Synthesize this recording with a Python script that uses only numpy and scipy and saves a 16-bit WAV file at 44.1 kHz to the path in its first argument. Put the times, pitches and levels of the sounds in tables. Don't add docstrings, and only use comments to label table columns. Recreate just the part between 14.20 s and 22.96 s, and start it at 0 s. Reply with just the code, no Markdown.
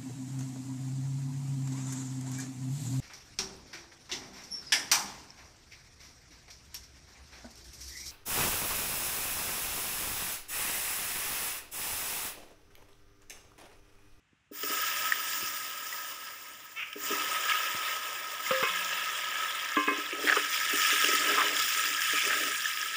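import sys
import numpy as np
from scipy import signal
from scipy.fft import rfft, irfft
from scipy.io import wavfile

SR = 44100
rng = np.random.default_rng(int(sys.argv[2]) if len(sys.argv) > 2 else 0)


def store_wav(level_fs):
    pcm = np.round(np.clip(np.atleast_2d(level_fs), -1, 1) * 32767)
    wavfile.write(sys.argv[1], SR, pcm.T.astype(np.int16))


N = 386316
TIME = np.arange(N) / SR

# frequency in Hz, relative spectral level in dB.
AIR_SPECTRUM = [(18, -49), (30, -35), (59, 1.5), (288, -10.5), (448, -20), (978, -15), (1270, -11.5),
                (2770, -11), (4310, -26), (7060, -23.5), (15000, -52)]
# frequency in Hz, relative spectral level in dB.
STOVE_SPECTRUM = [(20, -12), (45, -19), (75, -17), (110, 1), (180, -6), (300, 6), (450, -14), (900, -31),
                  (3000, -61)]
# frequency in Hz, relative level in dB.
THROAT_SPECTRUM = [(400, -26.5), (900, -26), (1300, -5), (1750, -10), (2250, 1), (2700, -1.5), (3200, -8),
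                   (4200, -36), (6000, -23), (9000, -57)]
# start in seconds, peak level in dB.
BUMPS = [(0.129, -56), (1.228, -38), (3.546, -38), (4.309, -32.5), (4.426, -32)]
# frequency in Hz, relative level in dB, T60 in seconds.
WOK_MODES = [(268, -24, 0.17), (295.6, -0.5, 0.21), (343, -2, 0.09), (408.2, 1, 0.16), (466, -8, 0.027),
             (543, 0.5, 0.014), (614, 1, 0.09)]
# start in seconds, peak level in dB, pitch in Hz.
THUDS = [(0.312, -38.5, 308), (0.432, -33, 374), (0.499, -35, 380), (2.756, -33.5, 368), (2.903, -28, 514),
         (2.921, -30, 294), (5.567, -21, 354), (5.676, -24, 354), (5.711, -27.5, 363), (5.779, -33.5, 365),
         (5.926, -32, 403), (6.04, -26, 432), (6.166, -25, 410), (6.53, -30, 295), (6.722, -33, 480),
         (6.84, -29, 409), (6.885, -28.5, 412), (6.928, -30.5, 284), (7.933, -33, 438), (8.259, -36, 300)]
# start in seconds, length before the fade in seconds, level before the wobble in dB.
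SLIDES = [(0.414, 0.18, -51), (2.803, 0.21, -49), (5.693, 0.058, -49), (5.932, 0.22, -43),
          (6.49, 0.066, -44.5), (6.79, 0.15, -48.5), (6.98, 0.35, -42), (7.53, 0.17, -52.5),
          (8.02, 0.21, -43), (8.54, 0.14, -58)]
# start in seconds, length in seconds, RMS level in dB, pitch in Hz.
GRINDS = [(6.064, 0.057, -25, 1770), (6.117, 0.019, -24, 1650), (6.153, 0.028, -30, 1320),
          (7.164, 0.075, -29.5, 1240), (7.927, 0.13, -35, 2400), (8.091, 0.068, -32, 1670)]
# frequency in Hz, relative level in dB, free T60 in seconds.
SPATULA_MODES = [(525, 1, 0.22), (875, -30, 0.11), (1054, -3.5, 0.55), (1160, -4, 0.3), (1585, -11, 0.6),
                 (1664, -2, 0.11), (2050, -8, .25), (2162, -6, 0.48), (2553, -1, 0.65), (2730, -22, .35),
                 (2800, -11, .2), (3208, -27, .25), (5240, -24, .25)]
# start in seconds, ring peak in dB, pitch favoured by the contact in Hz,
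# share of the free T60 (ratio), clack peak in dB; scene() trims both levels.
CLANGS = [(4.3081, -23, 465, 2.8, -17.5), (4.428, -18.5, 1530, 0.84, -17), (5.567, -13.5, 1200, 0.75, -24),
          (5.672, -21, 2440, 2.3, -37.5), (5.683, -13, 1370, 0.48, -34), (6.1669, -30, 1100, 0.2, -16),
          (7.181, -18, 1046, 0.12, -41)]
# frequency in Hz, relative level in dB.
CLACK_SPECTRUM = [(50, -49), (110, -34), (220, -19), (450, 10.5), (750, -6.5), (1300, 11), (2000, 0),
                  (3000, 5), (4200, -28), (14000, -37)]
# start in seconds, frequency in Hz, level before the trim in scene() in dB, T60 in seconds.
HANDLE_HUM = (4.5, 181, -53, 1.5)
# start in seconds, peak level in dB, cavity pitch in Hz, cavity T60 in seconds.
SPITS = [(0.433, -21.5, 5800, 0.019), (0.9218, -10, 1810, 0.011), (1.133, -19, 2900, 0.0063),
         (1.725, -30, 1960, 0.052), (2.7295, -25.5, 3080, .015), (3.2972, -11.5, 2740, .004),
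         (3.319, -19.5, 2220, .03), (3.3545, -16.5, 2800, .012), (4.2637, -24, 2090, .025),
         (4.9764, -24, 2320, 0.0028), (5.929, -25, 2330, 0.017), (6.844, -10, 2830, 0.015),
         (7.283, -15.5, 2920, .007), (8.051, -17, 2470, 0.0071), (8.4552, -19, 1730, 0.034)]
# frequency in Hz, relative spectral level in dB.
FRY_SPECTRUM = [(250, -29.5), (500, -24.5), (800, -26.5), (1200, -11), (1900, 0), (3300, 1.5), (3900, -7),
                (5200, -5.5), (7200, -6), (9300, -10.5), (10500, -19.5), (12800, -21), (13900, -25.5),
                (14700, -4)]
# centre in Hz, Gaussian width in Hz, gain in dB.
BOWL_PEAKS = [(602, 41.6, 5), (950, 51, 2.5), (1279, 69.5, 18.5), (1700, 126, 10.5), (2000, 95, 0),
              (3340, 66, 3), (4312, 217, -7), (5260, 160, 2.5), (6190, 250, -4.5), (8060, 310, -6.2)]
# start in seconds, rise in seconds, hold in seconds, fade in dB per second, then levels in dB
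FLARES = [(0.313, .29, .07, 9, -50.5, -33, -36.5, -38), (0.976, .15, .1, 17.5, -72, -50, -40.5, -42),
          (1.655, 0.039, 0.084, 21, -59, -50, -46, -49), (2.749, 0.18, .4, 7.5, -47.5, -33.5, -39, -41.5),
          (3.245, 0.042, .03, 122, -62, -31.5, -46, -50), (4.19, 0.12, 0.35, 4.5, -50.5, -34, -42, -46),
          (5.073, .05, 0.062, 1, -73, -43, -52.5, -63), (5.964, 0.12, .1, 11, -70, -33.5, -40, -45),
          (6.288, 0.059, 0.17, 8, -57, -33.5, -39.5, -42), (6.494, 0.14, .3, 10, -54.5, -29.5, -34.5, -41),
          (7.02, 0.052, 0.2, 70, -48.5, -31.5, -48, -55), (7.32, .07, 0.22, 25, -64, -33, -36.5, -39),
          (7.798, 0.044, 0.32, 9.5, -68, -33, -36.5, -41.5)]
# share of flare rise time (ratio), share of flare fade rate (ratio), level trim in dB.
REGISTERS = [(1.16, 0.83, 3.5), (1.13, 1.07, -0.1), (0.65, 1.13, -0.56), (0.37, 1.1, 1.4)]
REGISTER_EDGES_HZ = [330, 1080, 4250, 12600, 15900]

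AIR_DB = -71
RUMBLE_DB, RUMBLE_EXPONENT = -64, 0.59
SQUAWK_S, SQUAWK_DB = 2.557, -36.5
SQUAWK_ATTACK_S, SQUAWK_HOLD_S, SQUAWK_RELEASE_S = 0.018, 0.059, 0.012
SQUAWK_TOP_HZ, CLIMB_S, CLIMB_HZ_PER_S = 452, 0.028, 760
SAG_HZ_PER_S, HOARSE_RAMP_S = 2100, 0.03
SLIDE_ATTACK_S, SLIDE_FADE_DB_PER_S, PRESSURE_WOBBLE_DB = 0.052, 126, 1.5
COOLING_START_S, COOLING_S, LARGE_HOT_DB, LARGE_COOLED_DB = 2.6, 2.3, -15.5, -4.5
CUTOFF_HZ = 15550


def from_db(db):
    return 10 ** (np.asarray(db) / 20)


def rms_one(x):
    return x / np.sqrt(np.mean(x ** 2) + 1e-20)


def peak_one(x):
    return x / np.max(np.abs(x))


def add(out, start_s, sound):
    start = int(start_s * SR)
    out[start:start + len(sound)] += sound[:N - start]


def band(x, low_hz, high_hz, order=2):
    edges_hz = [low_hz, min(high_hz, 0.48 * SR)]
    sos = signal.butter(order, edges_hz, "band", fs=SR, output="sos")
    return signal.sosfilt(sos, x + 1e-18)


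def zone(x, low_hz, high_hz):
    sos = signal.butter(5, [low_hz, high_hz], "band", fs=SR, output="sos")
    return rms_one(signal.sosfiltfilt(sos, x))


def coloured(x, points, peaks=()):
    size = 4096
    hz = np.maximum(np.fft.rfftfreq(size, 1 / SR), 1)
    knots_hz, knots_db = np.transpose(points)
    db = np.interp(np.log(hz), np.log(knots_hz), knots_db)
    for centre_hz, width_hz, gain_db in peaks:
        db = db + gain_db * np.exp(-0.5 * ((hz - centre_hz) / width_hz) ** 2)
    cepstrum = irfft(np.log(from_db(db)))
    cepstrum[1:size // 2] *= 2
    cepstrum[size // 2 + 1:] = 0
    impulse = irfft(np.exp(rfft(cepstrum)))
    return signal.fftconvolve(x, impulse)[:len(x)]


def drift(knots_per_s):
    knots = rng.standard_normal(int(N / SR * knots_per_s) + 2)
    return rms_one(np.interp(TIME * knots_per_s, np.arange(len(knots)), knots))


def clicks(per_s, spread_db):
    sizes = from_db(spread_db * np.minimum(rng.exponential(1, N), 5.5))
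    present = rng.random(N) < per_s / SR
    return rms_one(present * sizes * rng.choice([-1, 1], N))


def ring(x, hz, t60_s):
    radius = from_db(-60 / (t60_s * SR))
    angle = 2 * np.pi * hz / SR
    return signal.lfilter([0, np.sin(angle)], [1, -2 * radius * np.cos(angle), radius ** 2], x + 1e-18)


def burst(t60_s, length_s):
    t = TIME[:int(length_s * SR)]
    return rng.standard_normal(len(t)) * from_db(-60 * t / t60_s)


def swell(start_s, attack_s, hold_s, release_s):
    age = TIME - start_s
    release = 1 - (age - attack_s - hold_s) / release_s
    return np.clip(np.minimum(age / attack_s, release), 0, 1)


def vigour(index):
    rise_share, fade_share, trim_db = REGISTERS[index]
    power = 1e-12
    for start_s, rise_s, hold_s, fade_db_per_s, *levels_db in FLARES:
        age = TIME - start_s
        rise = np.clip(age / (rise_s * rise_share), 0, 1)
        faded_db = fade_share * fade_db_per_s * np.maximum(age - rise_s - hold_s, 0)
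        power = power + (rise * from_db(levels_db[index] - faded_db)) ** 2
    return from_db(trim_db) * np.sqrt(power)


def background():
    air = from_db(AIR_DB) * rms_one(coloured(rng.standard_normal(N), AIR_SPECTRUM))
    rumble = rms_one(coloured(rng.standard_normal(N), STOVE_SPECTRUM))
    rumble = rumble * from_db(RUMBLE_DB + 2.2 * drift(5.1))
    return air + rumble * rms_one(vigour(index=3)) ** RUMBLE_EXPONENT


def squawk(jitter=0.042, echo_t60_s=0.63, echo_db=-3):
    loudness = swell(SQUAWK_S, SQUAWK_ATTACK_S, SQUAWK_HOLD_S, SQUAWK_RELEASE_S)
    past_top_s = TIME - SQUAWK_S - CLIMB_S
    hoarse = np.interp(past_top_s, [0, HOARSE_RAMP_S], [0.2, 1.5])
    below_top_hz = np.maximum(-CLIMB_HZ_PER_S * past_top_s, SAG_HZ_PER_S * past_top_s)
    arch_hz = SQUAWK_TOP_HZ - below_top_hz * (loudness > 0)
    pitch_hz = arch_hz * (1 + jitter * hoarse * drift(600))
    sawtooth = signal.sawtooth(2 * np.pi * np.cumsum(pitch_hz) / SR)
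    pulses = rms_one(np.diff(sawtooth, prepend=0))
    reed = (pulses + hoarse * rng.standard_normal(N)) / np.hypot(1, hoarse)
    call = from_db(SQUAWK_DB) * loudness * rms_one(coloured(reed, THROAT_SPECTRUM))
    yard = burst(echo_t60_s, length_s=0.5)
    echo = signal.fftconvolve(call, yard / np.linalg.norm(yard))[:N]
    return call + from_db(echo_db) * echo


def bumps():
    out = np.zeros(N)
    for start_s, peak_db in BUMPS:
        knock = band(burst(0.035, length_s=0.5), 105, 330, order=3)
        add(out, start_s, from_db(peak_db) * peak_one(knock))
    return out


def thuds(scatter_db=3, squash_t60_s=0.022, squash_db=-1, focus_db_per_octave2=9):
    out, t = np.zeros(N), TIME[:SR // 2]
    for start_s, peak_db, pitch_hz in THUDS:
        scatter = rng.normal(0, scatter_db, len(WOK_MODES))
        body = 0
        for k, (hz, level_db, t60_s) in enumerate(WOK_MODES):
            weight_db = level_db + scatter[k] - focus_db_per_octave2 * np.log2(hz / pitch_hz) ** 2
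            body = body + (-1) ** k * from_db(weight_db - 60 * t / t60_s) * np.sin(2 * np.pi * hz * t)
        squash = peak_one(band(burst(squash_t60_s, length_s=0.5), pitch_hz / 1.3, pitch_hz * 1.35))
        thud = band(peak_one(body) + from_db(squash_db) * squash, 202, 570, order=3)
        add(out, start_s, from_db(peak_db) * peak_one(thud))
    return out


def scraping(slips_per_s=350, slip_db=2.5, bites_per_s=900, rub_db=-2.0):
    slips = clicks(slips_per_s, slip_db)
    rumble = 0
    for k, (hz, level_db, t60_s) in enumerate(WOK_MODES):
        rumble = rumble + (-1) ** k * from_db(level_db) * ring(slips, hz, t60_s)
    rub = rms_one(band(clicks(slips_per_s, slip_db), 420, 797, order=3))
    friction = rms_one(band(rms_one(rumble) + from_db(rub_db) * rub, 147, 660))

    pressure = 0
    for start_s, length_s, level_db in SLIDES:
        age = TIME - start_s
        attack = np.clip(age / SLIDE_ATTACK_S, 0, 1)
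        faded_db = SLIDE_FADE_DB_PER_S * np.maximum(age - length_s, 0)
        pressure = pressure + attack * from_db(level_db - faded_db)
    out = pressure * from_db(PRESSURE_WOBBLE_DB * drift(16)) * friction

    bites = clicks(bites_per_s, spread_db=-1.5)
    for start_s, length_s, level_db, hz in GRINDS:
        stroke = bites[int(start_s * SR):int((start_s + length_s) * SR)]
        rasp = band(band(stroke, hz / 1.066, hz * 1.05, order=1), 580, 4300)
        rasp = rasp * np.sqrt(np.hanning(len(rasp)))
        add(out, start_s, from_db(level_db) * rms_one(rasp))
    return out


def clangs(focus_db_per_octave2=7, clack_t60_s=0.12):
    out, t = np.zeros(N), TIME[:SR]
    for start_s, peak_db, centre_hz, freedom, clack_db in CLANGS:
        tone = 0
        for hz, level_db, t60_s in SPATULA_MODES:
            weight_db = level_db - focus_db_per_octave2 * np.log2(hz / centre_hz) ** 2 + rng.normal(0, 0.77)
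            decay = from_db(weight_db - 60 * t / (t60_s * freedom))
            tone = tone + rng.choice([-1, 1]) * decay * np.sin(2 * np.pi * hz * t)
        tone = peak_one(band(tone, centre_hz / 2, centre_hz * 2))
        clack = peak_one(coloured(burst(clack_t60_s, length_s=1), CLACK_SPECTRUM))
        out *= np.interp(TIME, [start_s, start_s + 0.0065], [1, 0.25])
        add(out, start_s, from_db(peak_db) * tone + from_db(clack_db) * clack)
    start_s, hz, level_db, t60_s = HANDLE_HUM
    add(out, start_s, from_db(level_db - 60 * t / t60_s) * np.sin(2 * np.pi * hz * t))
    return out


def spits(crack_db=-6, crack_db_per_octave=17):
    out, t = np.zeros(N), TIME[:SR // 10]
    for start_s, peak_db, hz, t60_s in SPITS:
        onset = 1 - np.exp(-t * hz / 2)
        cavity = np.sin(2 * np.pi * hz * t) * from_db(-60 * t / t60_s) * onset
        crack = coloured(burst(t60_s * 1.6, length_s=0.2), FRY_SPECTRUM, BOWL_PEAKS)
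        crack = peak_one(crack)[:len(t)]
        crack_gain = from_db(crack_db + crack_db_per_octave * np.log2(hz / 2000))
        add(out, start_s, from_db(peak_db) * peak_one(peak_one(cavity) + crack_gain * crack))
    return out


def bubbles(per_s=1300, size_db=2.0, hiss_db=-5, echo_share=0.52):
    edges_hz = np.geomspace(180, 19000, num=23)
    swarm, out = drift(25), 0
    for low_hz, high_hz in zip(edges_hz, edges_hz[1:]):
        bursts = clicks(per_s, size_db) + from_db(hiss_db) * rng.standard_normal(N)
        delay = int(rng.uniform(0.001, 0.004) * SR)
        bursts = rms_one(bursts + echo_share * np.roll(bursts, delay))
        flutter_db = 0.6 * swarm + 1.7 * drift(40)
        out = out + band(bursts, low_hz, high_hz) * from_db(flutter_db)
    return rms_one(out)


def plinks(per_s, size_db, cycles, low_hz, high_hz):
    pitches_hz = np.geomspace(low_hz, high_hz, num=48) * rng.uniform(0.98, 1.02, 48)
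    count = int(per_s * N / SR)
    out = np.zeros(N)
    for hz in pitches_hz:
        born = np.zeros(N)
        when, size, sign = rng.random((count, 3)).T
        heights = from_db(size_db * np.minimum(-np.log(size), 3.5))
        born[(when * N).astype(int)] = heights * np.sign(sign - 0.5)
        out += np.sqrt(hz) * rms_one(ring(born, hz, cycles / hz))
    return rms_one(out)


def frying(snaps_per_s=380, snap_size_db=3.0, snap_db=-8.0, ping_db=-2.0, pop_db=-5):
    splutter = burst(0.005, length_s=0.03)
    snaps = rms_one(signal.fftconvolve(clicks(snaps_per_s, snap_size_db), splutter)[:N])
    pings = plinks(per_s=16, size_db=3, cycles=170, low_hz=2000, high_hz=12500)
    pops = plinks(per_s=3.5, size_db=2.9, cycles=14, low_hz=1400, high_hz=7500)
    large_db = np.interp(TIME - COOLING_START_S, [0, COOLING_S], [LARGE_HOT_DB, LARGE_COOLED_DB])
    large = from_db(large_db) * (from_db(ping_db) * pings + from_db(pop_db) * pops)
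    mix = bubbles() + from_db(snap_db) * snaps + large
    crackle = coloured(mix, FRY_SPECTRUM, BOWL_PEAKS)
    out = np.zeros(N)
    for k, (low_hz, high_hz) in enumerate(zip(REGISTER_EDGES_HZ, REGISTER_EDGES_HZ[1:])):
        out += vigour(k) * zone(crackle, low_hz, high_hz)
    return out


def scene():
    handling = bumps() + thuds() + scraping() + from_db(-1) * clangs()
    oil = spits() + frying()
    return (background() + squawk() + handling + oil)[None]


def record(dry):
    sos = signal.ellip(16, 0.2, 90, CUTOFF_HZ, fs=SR, output="sos")
    return signal.sosfilt(sos, dry)


dry = scene()
out = record(dry)
store_wav(out)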